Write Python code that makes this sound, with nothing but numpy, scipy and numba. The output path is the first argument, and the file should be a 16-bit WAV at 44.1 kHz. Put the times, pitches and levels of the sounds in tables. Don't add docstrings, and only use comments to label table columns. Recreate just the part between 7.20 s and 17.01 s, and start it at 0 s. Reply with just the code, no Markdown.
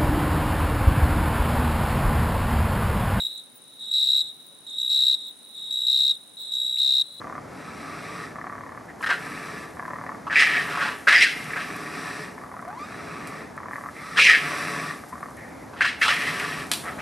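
import sys
import numpy as np
from scipy import signal
from scipy.fft import rfft, irfft, next_fast_len
from scipy.io import wavfile
from scipy.ndimage import uniform_filter1d
from numba import njit

SR = 44100
rng = np.random.default_rng(int(sys.argv[2]) if len(sys.argv) > 2 else 0)


def store_pcm(level_fs):
    pcm = np.round(np.clip(level_fs, -1, 1) * 32767).astype(np.int16)
    wavfile.write(sys.argv[1], SR, np.atleast_2d(pcm).T)


N = 432621
TIME = np.arange(N) / SR


def from_db(db):
    return 10 ** (np.asarray(db) / 20)


def unit_rms(x):
    return x / np.sqrt(np.mean(x ** 2) + 1e-20)


def level_out(x, window_samples=700):
    return x / np.sqrt(np.abs(uniform_filter1d(x * x, window_samples)) + 1e-12)


def interp_rows(rows, x):
    knots, *columns = np.transpose(rows)
    return [np.interp(x, knots, column) for column in columns]


def gated_span(start_s, end_s, rise_s=0.0017, fall_s=0.006):
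    at = np.arange(max(0, int(start_s * SR)), min(N, int((end_s + fall_s) * SR)))
    t = at / SR
    return at, np.clip((t - start_s) / rise_s, 0, 1) * np.clip((end_s + fall_s - t) / fall_s, 0, 1)


def drift(t, rate_hz):
    position = (t - t[0]) * rate_hz
    count = int(position[-1]) + 2
    return np.interp(position, np.arange(count), rng.standard_normal(count))


def butter(x, edge_hz, kind, order=2):
    return signal.sosfilt(signal.butter(order, edge_hz, kind, fs=SR, output="sos"), x)


def decay(impulses, tau_s):
    return signal.lfilter([1], [1, -np.exp(-1 / (tau_s * SR))], impulses)


def colour(x, spectrum):
    size = next_fast_len(x.shape[-1] + 2048, True)
    freq_hz, gain_db = np.transpose(spectrum)
    bins_hz = np.maximum(np.arange(size // 2 + 1) * SR / size, 1)
    gain = from_db(np.interp(np.log(bins_hz), np.log(freq_hz), gain_db))
    cepstrum = irfft(np.log(gain), size)
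    cepstrum[1:size // 2] *= 2
    cepstrum[size // 2 + 1:] = 0
    return irfft(rfft(x, size) * np.exp(rfft(cepstrum)), size)[..., :x.shape[-1]]


@njit
def resonate(x, centre_hz, width_hz):
    y, r = np.zeros(len(x)), np.exp(-np.pi * width_hz / SR)
    for i in range(2, len(x)):
        feedback = 2 * r * np.cos(2 * np.pi * centre_hz[i] / SR) * y[i - 1] - r * r * y[i - 2]
        y[i] = (1 - r * r) / 2 * (x[i] - x[i - 2]) + feedback
    return y


def formant(x, centre_hz, width_hz):
    return resonate(resonate(x, centre_hz, width_hz), centre_hz, width_hz)


# freq_hz, gain_db
DIFFUSE_WIDTH = [(50, -27), (100, -28), (200, -12.5), (400, -2.5), (800, -6.5), (1500, -12.5), (4000, -11),
                 (12000, -105.5)]
def diffuse_stereo(mid, side):
    return mid + colour(side, DIFFUSE_WIDTH) * np.array([[1], [-1]])


# freq_hz, gain_db
TAIL_SPECTRUM = [(100, 5), (400, 5.5), (1000, -1.5), (2200, 2.5), (5000, 0.5), (12000, 3)]
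def surroundings(x, scatter_db=-15, scatter_s=0.0016, side_db=-22, tail_gain_db=-15, t60_s=0.85):
    age = np.arange(SR) / SR
    noise = rng.standard_normal((4, SR))
    scatter = noise[2:] * np.exp(-age / scatter_s) * (age > .001)
    mid, side = scatter / np.linalg.norm(scatter[0])
    early = from_db(scatter_db) * mid + from_db(side_db) * side * np.array([[1], [-1]])
    early[:, 0] += 1
    tail = noise[:2] * from_db(-60 * age / t60_s) * np.clip(age / 0.022, 0, 1)
    tail = colour(from_db(tail_gain_db) * tail / np.linalg.norm(tail[0]), TAIL_SPECTRUM)
    return signal.fftconvolve(x[None], early + diffuse_stereo(*tail), axes=1)[:, :N]


def ground_bounce(x, delay_s, reflectance=0.5, cutoff_hz=5000):
    pole = np.exp(-2 * np.pi * cutoff_hz / SR)
    delayed = np.pad(x, (int(delay_s * SR), 0))[:N]
    return x + reflectance * signal.lfilter([1 - pole], [1, -pole], delayed)


# time_s, level_db
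DRONE_LEVELS = [(0, -65), (2.5, -60.5), (6, -62), (7.5, -60), (8.3, -54.5), (9.81, -54)]
def drone(band_hz=(62, 105)):
    level_db, = interp_rows(DRONE_LEVELS, TIME)
    return from_db(level_db) * unit_rms(butter(rng.standard_normal(N), band_hz, "band"))


# freq_hz, gain_db
RUMBLE_SPECTRUM = [(25, -43), (45, -29), (65, -7.5), (130, -1), (260, 2.5), (400, -5.5), (750, -3.5),
                   (1200, -8.5), (2100, -14), (2800, -29), (6000, -27.5), (10000, -39), (13500, -57)]
# time_s, level_db
RUMBLE_LEVELS = [(0, -41), (1.5, -42.5), (3, -41.5), (4.5, -43), (6, -42), (7.2, -43), (8.3, -43),
                 (9.1, -42.5), (9.81, -39.5)]
def rumble(swell_db=0.8, swell_hz=2.04):
    mid, side = (unit_rms(colour(white, RUMBLE_SPECTRUM)) for white in rng.standard_normal((2, N)))
    level_db, = interp_rows(RUMBLE_LEVELS, TIME)
    return from_db(level_db + swell_db * drift(TIME, swell_hz)) * diffuse_stereo(mid, side)


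# freq_hz, gain_db
LEAF_SPECTRUM = [(1000, -37), (2800, -3), (4500, 0), (6000, 1), (7000, 1), (9500, 3.5), (11500, 3.5),
                 (13500, -8.5)]
# start_s, level_db
LUNGES = [(1.78, -51.5), (3.15, -45), (3.87, -46.5), (6.48, -54.5), (7.0, -45), (8.78, -42.5), (9.52, -89)]
def leaves(breeze_db=-63, attack_s=0.054, settle_db_per_s=12, touches_per_s=60, touch_s=0.0026):
    touches = (rng.random(N) < touches_per_s / SR) * from_db(-7 * rng.standard_normal(N))
    ticks = unit_rms(decay(touches + 1e-18, touch_s))
    power = from_db(breeze_db) ** 2
    for start_s, level_db in LUNGES:
        age = np.maximum(TIME - start_s, 0)
        shake = np.minimum(age / attack_s, 1) * from_db(level_db - settle_db_per_s * age)
        power = power + shake ** 2
    hiss = (1 + 0.21 * ticks) * rng.standard_normal(N)
    return np.sqrt(power) * unit_rms(colour(hiss, LEAF_SPECTRUM))


# start_s, level_db, highpass_hz, rustle_rel_db
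SNAPS = [(6.0727, -22, 6000, -14), (9.198, -18, 617, -39), (9.5155, -3.5, 403, -12.5),
         (9.536, -9, 3240, -14)]
# freq_hz, gain_db
WOOD_SPECTRUM = [(200, 2), (1000, -2), (2200, 3.5), (4200, 6), (6500, -3), (9000, 2), (13500, -6)]
def twigs(gain_db=-8, crack_s=0.0014, rustle_s=0.036):
    out = np.zeros(N)
    for start_s, level_db, highpass_hz, rustle_rel_db in SNAPS:
        at, _ = gated_span(start_s, start_s + .25)
        age = (at - at[0]) / SR
        envelope = np.exp(-age / crack_s) + from_db(rustle_rel_db) * np.exp(-age / rustle_s)
        burst = butter(envelope * rng.standard_normal(len(at)), highpass_hz, "high")
        out[at] += from_db(level_db + gain_db) * burst
    return colour(out, WOOD_SPECTRUM)


# start_s, length_s, first_db, last_db, centre_hz
WHEEZES = [(1.674, 0.037, -44, -48, 1800), (6.751, 0.093, -41, -50, 2020), (8.163, 0.14, -42.5, -53, 1900),
           (8.266, 0.172, -59, -54, 2100), (8.951, 0.144, -32, -34, 1980)]
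def wheezes(width_hz=420):
    out = np.zeros(N)
    for start_s, length_s, first_db, last_db, centre_hz in WHEEZES:
        at, gate = gated_span(start_s, start_s + length_s, rise_s=0.018, fall_s=0.014)
        ring = formant(rng.standard_normal(len(at)), np.full(len(at), float(centre_hz)), width_hz)
        out[at] += gate * from_db(np.linspace(first_db, last_db, len(at))) * unit_rms(ring)
    return out


# time_s, pitch_hz, level_db
WHINE_CONTOUR = [(5.445, 630, -46), (5.475, 690, -38), (5.5, 740, -36), (5.522, 835, -40), (5.55, 925, -38),
                 (5.573, 1005, -38), (5.592, 1115, -38), (5.612, 1195, -36), (5.648, 1230, -36),
                 (5.675, 1200, -52)]
# freq_hz, gain_db
NOSE_RESPONSE = [(600, 0), (1250, 0), (1600, -7), (2000, -14), (2450, -14), (3000, -30), (3600, -19),
                 (4500, -19), (5000, -23), (5600, -22), (6200, -26), (6700, -25), (8500, -29)]
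def whine(pitch_waver=0.02, rough_db=3, tilt_db=6, harmonics=7):
    at, gate = gated_span(WHINE_CONTOUR[0][0], WHINE_CONTOUR[-1][0])
    t = at / SR
    pitch_hz, level_db = interp_rows(WHINE_CONTOUR, t)
    phase = 2 * np.pi * np.cumsum(pitch_hz * (1 + pitch_waver * drift(t, 149))) / SR
    db_per_harmonic = tilt_db * np.log2(pitch_hz / pitch_hz.max())
    out = np.zeros(N)
    for k in range(1, harmonics + 1):
        nose_db, = interp_rows(NOSE_RESPONSE, k * pitch_hz)
        harmonic_db = nose_db + (k - 1) * db_per_harmonic + rough_db * drift(t, 130)
        out[at] += gate * from_db(level_db + harmonic_db) * np.sin(k * phase)
    return out


def flutter(t, pulse_hz, jitter, shimmer_db, breath, puff_s):
    rate_hz = pulse_hz * np.exp(jitter * drift(t, pulse_hz))
    cycles = np.floor(np.cumsum(rate_hz) / SR)
    slaps = np.diff(cycles, prepend=-1) * from_db(shimmer_db * rng.standard_normal(len(t)))
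    puffs = decay(slaps, puff_s) * rng.standard_normal(len(t))
    return level_out(unit_rms(slaps) + breath * unit_rms(puffs))


# centre_hz, width_hz, gain_db
RASP_RINGS = [(1215, 230, 4), (1830, 270, 3), (3850, 400, -16)]
def rasp_rings(source, t, progress, waver=.025, waver_hz=18, flicker_db=1, sag=.07):
    rings = 0
    for centre_hz, width_hz, gain_db in RASP_RINGS:
        gain = from_db(gain_db + flicker_db * drift(t, waver_hz))
        tuning = 1 - sag * (progress - .5) + waver * drift(t, waver_hz)
        rings += gain * formant(source, centre_hz * tuning, width_hz)
    return unit_rms(rings)


# freq_hz, gain_db
THROAT_SPECTRUM = [(40, -49), (350, -15.5), (560, -2.5), (720, -3), (880, -12), (1140, 3), (1300, -5.5),
                   (1500, -3.5), (1800, 5), (2050, -5.5), (2350, -4), (2800, -11), (3100, -31), (5000, -63)]
NOSE_SPECTRUM = [(2500, 6.5), (3100, 1.5), (3600, 7.5), (4250, 5), (4800, 5.5), (5800, 6.5), (6700, -9),
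                 (7800, 3), (9300, -1), (11000, -4.5), (13500, -21)]
CHEST_SPECTRUM = [(50, -67), (110, -15.5), (155, -2.5), (290, -5.5), (360, -4), (430, -1.5), (560, -7.5),
                  (900, -39)]
# start_s, length_s, level_db, swell_db, nose_rel_db, ring_rel_db
RASPS = [(.27, 0.77, -42, 10, -7.5, -4), (1.919, 0.52, -38.5, -0.5, -8.5, -9.5),
         (3.251, 0.48, -34, -3, -12, -16), (4.1, 0.69, -38.5, 4, -8, -10),
         (4.721, 0.33, -37, -1.5, -5.5, -20), (5.581, 0.63, -41, 1, -9, -5.5),
         (6.706, 0.29, -44, 12, -4, 1.5), (7.168, 0.54, -32, -3, -6.5, -7.5),
         (8.9, 0.52, -33.5, -3, -6.5, -17)]
def rasps(attack_s=0.14, attack_db=4.5, release_s=0.1, release_db=16.5, arch_db=2, waver_db=1.1,
          throat_gain_db=-0.5, nose_gain_db=-1.5):
    out = np.zeros(N)
    for start_s, length_s, level_db, swell_db, nose_rel_db, ring_rel_db in RASPS:
        at, gate = gated_span(start_s, start_s + length_s + release_s, rise_s=0.0062, fall_s=0.021)
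        t = at / SR
        age = t - start_s
        progress = np.clip(age / length_s, 0, 1)
        flow_db = level_db + swell_db * (progress - .5) + arch_db * (np.sin(np.pi * progress) - .5)
        flow_db -= attack_db * np.clip(1 - age / attack_s, 0, 1)
        flow_db -= release_db * np.clip((age - length_s) / release_s, 0, 1)
        source = flutter(t, pulse_hz=109.7, jitter=.5, shimmer_db=1.5, breath=2.6, puff_s=0.0073)
        throat_db = flow_db + throat_gain_db + waver_db * drift(t, 37)
        nose_db = flow_db + nose_rel_db + nose_gain_db
        chest_db = -44 + 0.68 * (flow_db + 38.5)
        throat = from_db(throat_db) * unit_rms(colour(source, THROAT_SPECTRUM))
        nose = from_db(nose_db) * unit_rms(colour(rng.standard_normal(len(t)), NOSE_SPECTRUM))
        chest = from_db(chest_db) * unit_rms(colour(source, CHEST_SPECTRUM))
        rings = from_db(flow_db + ring_rel_db) * rasp_rings(source, t, progress)
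        out[at] += gate * (throat + rings + nose + chest)
    return out


def growl_rings(source, resonances, spread_db=2.8, detune=.04):
    rings = 0
    for centre_hz, width_hz, gain_db in resonances:
        louder, higher = rng.standard_normal(2)
        detuned_hz = np.full(len(source), centre_hz * (1 + detune * higher))
        rings += from_db(gain_db + spread_db * louder) * resonate(source, detuned_hz, width_hz)
    return rings


# centre_hz, width_hz, gain_db
SHUT_THROAT = [(234, 114, -2), (710, 110, 5), (1048, 97, 3.5), (1127, 110, 15), (1280, 52, -10.5)]
# centre_hz, width_hz, gain_db
UPPER_THROAT = [(1440, 490, -7), (1690, 180, 6.5)]
def growl_pulse(upper_db, air=.45, puff_s=0.022, stray_db=-12, cutoff_hz=2150):
    size, lead_samples = 2400, 220
    age = np.arange(size) / SR
    puff = rng.standard_normal(size) * np.exp(-age / puff_s)
    source = air * puff / np.linalg.norm(puff)
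    source[lead_samples] += 1
    source[rng.integers(size // 2)] += from_db(stray_db)
    voice = growl_rings(source, SHUT_THROAT) + from_db(upper_db) * growl_rings(source, UPPER_THROAT)
    voice = butter(voice, cutoff_hz, "low", order=10)
    return np.arange(size) - lead_samples, voice / np.abs(voice).max()


# start_s, end_s, pulse_hz, peak_db, sag_db, upper_db
GROWLS = [(0.016, 0.18, 36.6, -27, -4, -13), (1.157, 1.242, 35.3, -25, -0.5, 1),
          (1.269, 1.548, 35.8, -23.5, 7, 0), (1.575, 1.61, 29, -26, 10, -2), (2.57, 2.57, 38, -29, 0, 2),
          (2.595, 2.595, 38, -19.5, 0, 1), (2.626, 2.734, 37, -23.5, -1.5, -2.5),
          (2.76, 2.838, 38.5, -24.5, 0, -2), (2.865, 2.891, 38, -23.5, -2, 1),
          (2.918, 2.947, 35, -26.5, 2, -4), (5.18, 5.215, 28, -27.5, 1, -1),
          (5.237, 5.292, 36, -27, 11, -8), (5.315, 5.392, 39, -27.5, -1, -10),
          (5.425, 5.529, 38.5, -28.5, 1.5, -8), (6.377, 6.403, 38, -22.5, 5, 0),
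          (6.432, 6.51, 38.5, -26.5, -3, -3), (6.533, 6.557, 41, -21.5, -1, 13),
          (6.583, 6.637, 37, -25, 1, -5), (6.661, 6.687, 38, -22.5, 1.5, -4),
          (7.837, 7.837, 38, -29, 0, -8), (7.929, 8.007, 38, -25.5, 7, -13), (8.029, 8.029, 38, -21, 0, -7),
          (8.058, 8.112, 37, -29, 6, -7)]
def growls(gain_db=2.0, jitter_s=.0005):
    out = np.zeros(N)
    for start_s, end_s, pulse_hz, peak_db, sag_db, upper_db in GROWLS:
        count = int(round((end_s - start_s) * pulse_hz)) + 1
        for progress in np.linspace(0, 1, count):
            slap_s = start_s + (end_s - start_s) * progress + jitter_s * rng.standard_normal()
            offsets, pulse = growl_pulse(upper_db)
            at = np.clip(offsets + int(slap_s * SR), 0, N - 1)
            out[at] += from_db(peak_db + gain_db - sag_db * progress) * pulse
    return out


def mouth_formants(source, formants, mouth_hz, width_ratio):
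    return sum((-1) ** k * from_db(gain_db) * formant(source, ratio * mouth_hz, width_ratio * width_hz)
               for k, (ratio, width_hz, gain_db) in enumerate(formants))


# freq_ratio, width_hz, gain_db
DEEP_FORMANTS = [(.36, 298, -15), (.64, 327, -4.5)]
BRIGHT_FORMANTS = [(.93, 420, 9.5), (1.17, 580, 1.5), (1.5, 710, -15)]
# freq_hz, gain_db
TEETH_SPECTRUM = [(1500, -23.5), (2650, 10.5), (3050, 5.5), (3600, 1.5), (4150, 0.5), (4500, -3),
                  (5200, -2.5), (6200, -10.5), (7000, -14), (8300, -10.5), (11000, -21), (13500, -32)]
def open_mouth_voice(level_db, mouth_hz, hiss_db, deep_db=0, width_ratio=1, body_db=-27):
    warmup_samples = 400
    mouth_hz = np.pad(mouth_hz, (warmup_samples, 0), mode="edge")
    t = np.arange(len(mouth_hz)) / SR
    source = flutter(t, pulse_hz=190, jitter=.35, shimmer_db=2, breath=1.9, puff_s=0.0035)
    deep = from_db(deep_db) * mouth_formants(source, DEEP_FORMANTS, mouth_hz, width_ratio)
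    bright = mouth_formants(source, BRIGHT_FORMANTS, mouth_hz, width_ratio)
    screech = from_db(-19 - 0.7 * deep_db) * formant(source, 2.4 * mouth_hz, width_hz=550)
    body = from_db(body_db) * unit_rms(butter(source, [350, 750], "band"))
    voice = level_out(bright + screech + deep, window_samples=400) + body
    turbulence = source + 1.5 * rng.standard_normal(len(t))
    hiss = level_out(colour(turbulence, TEETH_SPECTRUM))
    return from_db(level_db) * (voice[warmup_samples:] + from_db(hiss_db) * hiss[warmup_samples:])


# start_s, length_s, level_db, mouth_hz, hiss_rel_db
BARKS = [(1.806, 0.0067, -34.5, 1220, -18), (1.826, 0.009, -30, 1810, -14), (1.838, 0.0068, -23, 1590, -14),
         (1.861, 0.017, -25, 1610, -10), (3.067, 0.016, -30, 1210, -20), (3.571, 0.0037, -24, 1180, -14),
         (4.303, 0.0084, -33, 1910, -23), (4.331, 0.0079, -26.5, 1810, -32),
         (8.534, 0.0072, -40, 1400, -14), (9.198, 0.003, -24, 1910, -11)]
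def barks():
    out = np.zeros(N)
    for start_s, length_s, level_db, mouth_hz, hiss_rel_db in BARKS:
        at, gate = gated_span(start_s, start_s + length_s, rise_s=0.0015)
        out[at] += gate * open_mouth_voice(level_db, np.full(len(at), float(mouth_hz)), hiss_rel_db)
    return out


# start_s, length_s, attack_s, level_db, fade_db, first_mouth_hz, last_mouth_hz,
# first_hiss_rel_db, last_hiss_rel_db, deep_db, width_ratio
SNARLS = [(1.887, 0.03, 0.014, -18, -0.5, 1610, 1620, -9, -21.5, 7, 1.2),
          (3.096, 0.035, 0.052, -20.5, -3, 1860, 1830, -29, -18.5, 6, 1),
          (3.154, 0.049, 0.0061, -9, 3.5, 1970, 2050, -21, -14, -11, 1.2),
          (3.205, 0.096, 0.008, -14.5, 8, 2000, 1880, -21, -17, 2, .9),
          (3.305, 0.093, 0.052, -20, -0.5, 1930, 1800, -18, -17.5, 2, 0.75),
          (3.481, 0.11, 0.027, -30, 0, 1570, 1260, -12, -18, -4, 1.1),
          (3.585, 0.14, 0.057, -20.5, 14.5, 1620, 1510, -20, -12, 5, 1),
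          (3.869, 0.028, 0.005, -10, 3, 1760, 1800, -18, -14, 4.5, 1.2),
          (3.905, 0.035, 0.004, -16, -2, 1750, 1900, -15, -16, -2, 1.1),
          (3.942, 0.052, 0.008, -10.5, 2.5, 2080, 2040, -27, -15.5, -19, 0.87),
          (4.003, 0.059, 0.0076, -11.5, 6, 2200, 1780, -12, -13, -18, 1),
          (4.358, 0.069, 0.003, -23.5, 11, 1660, 1950, -22, -11, 8, 0.97),
          (6.959, 0.024, 0.018, -20, 0, 1550, 1600, -8, -10, -1, 1.3),
          (6.98, 0.037, 0.012, -11, 0.5, 1690, 2650, -13, -11.5, 5, 1.1),
          (7.033, 0.036, 0.0065, -11.5, 0.5, 2450, 2150, -10, -15.5, -19, 1.1),
          (7.081, 0.069, 0.0081, -10.5, 2, 2000, 1870, -16.5, -19, -6.5, 0.75),
          (8.557, 0.063, 0.0045, -38, 2, 1560, 1600, -15.5, -9, 5, 1),
          (8.605, 0.01, 0.0052, -13, 0.5, 1670, 1650, -12, -18, -1, 0.75),
          (8.64, 0.076, 0.005, -18.5, 14, 1730, 1980, -13, -11.5, -2, 1.3),
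          (8.812, 0.021, 0.0043, -10, 6.5, 1950, 1730, -14, -10, -6, 1.3),
          (8.841, 0.032, 0.0059, -22, 0, 1570, 1250, -18, -7.5, 3, 0.51),
          (8.877, 0.031, 0.004, -18.5, -0.5, 1350, 1900, -4, -13.5, 5, .9),
          (8.91, 0.04, 0.0034, -22, 4.5, 1970, 1950, -20, -15, 9, 0.79),
          (8.963, 0.25, 0.022, -30, 10, 2030, 2250, -11, -7, 1, 0.96),
          (9.204, 0.2, 0.0046, -27.5, 17.5, 1840, 1840, -18, -3, 11, 1.4),
          (9.631, 0.08, 0.047, -30.5, 1.5, 1750, 1900, -31, -26, 18, 1.1),
          (9.774, 0.038, 0.021, -33, 2, 1580, 2200, -25, -18, 14, 1.1)]
def snarls(gain_db=-3.0, swell_db=5.5, release_s=0.059, release_db=25.5,
           jaw_arch=0.023, tremble=0.044, tremble_hz=61.2,
           hiss_gain_db=7.5, linger_db=13, teeth_lag_s=.02, teeth_lag_db=10,
           rattle_db=1.7, rattle_hz=170, throb_db=1.64, throb_hz=66):
    out = np.zeros(N)
    for (start_s, length_s, attack_s, level_db, fade_db, first_mouth_hz, last_mouth_hz,
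         first_hiss_rel_db, last_hiss_rel_db, deep_db, width_ratio) in SNARLS:
        at, gate = gated_span(start_s, start_s + length_s + release_s, rise_s=0.0035, fall_s=0.025)
        age = at / SR - start_s
        progress = np.clip(age / length_s, 0, 1)
        release = np.clip((age - length_s) / release_s, 0, 1)
        mouth_hz = first_mouth_hz + (last_mouth_hz - first_mouth_hz) * progress
        mouth_hz *= 1 + jaw_arch * np.sin(np.pi * progress) + tremble * drift(age, tremble_hz)
        hiss_db = first_hiss_rel_db + (last_hiss_rel_db - first_hiss_rel_db) * progress
        hiss_db += hiss_gain_db + linger_db * release
        hiss_db -= teeth_lag_db * np.clip(1 - age / teeth_lag_s, 0, 1)
        shape_db = np.interp(age, [0, attack_s, max(attack_s, length_s)], [-swell_db, 0, -fade_db])
        voice_db = level_db + gain_db + shape_db - release_db * release
        voice_db += rattle_db * drift(age, rattle_hz) + throb_db * drift(age, throb_hz)
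        out[at] += gate * open_mouth_voice(voice_db, mouth_hz, hiss_db, deep_db, width_ratio)
    return out


def scene(growler_delay_s=.00692, snarler_delay_s=.00702, balance_db=.15):
    growler = ground_bounce(growls() + rasps() + wheezes() + whine(), growler_delay_s)
    snarler = ground_bounce(snarls() + barks(), snarler_delay_s)
    animals = butter(growler + snarler, 80, "high")
    snaps = ground_bounce(twigs(), snarler_delay_s)
    mix = surroundings(animals + snaps) + leaves() + rumble() + drone()
    return mix * from_db([[balance_db], [-balance_db]])


def record(dry, saturation=1.05, cutoff_hz=13400):
    rounded = saturation * np.tanh(dry / saturation)
    return 0.98 * signal.sosfilt(signal.ellip(10, .1, 80, cutoff_hz, fs=SR, output="sos"), rounded)


dry = scene()
out = record(dry)
store_pcm(out)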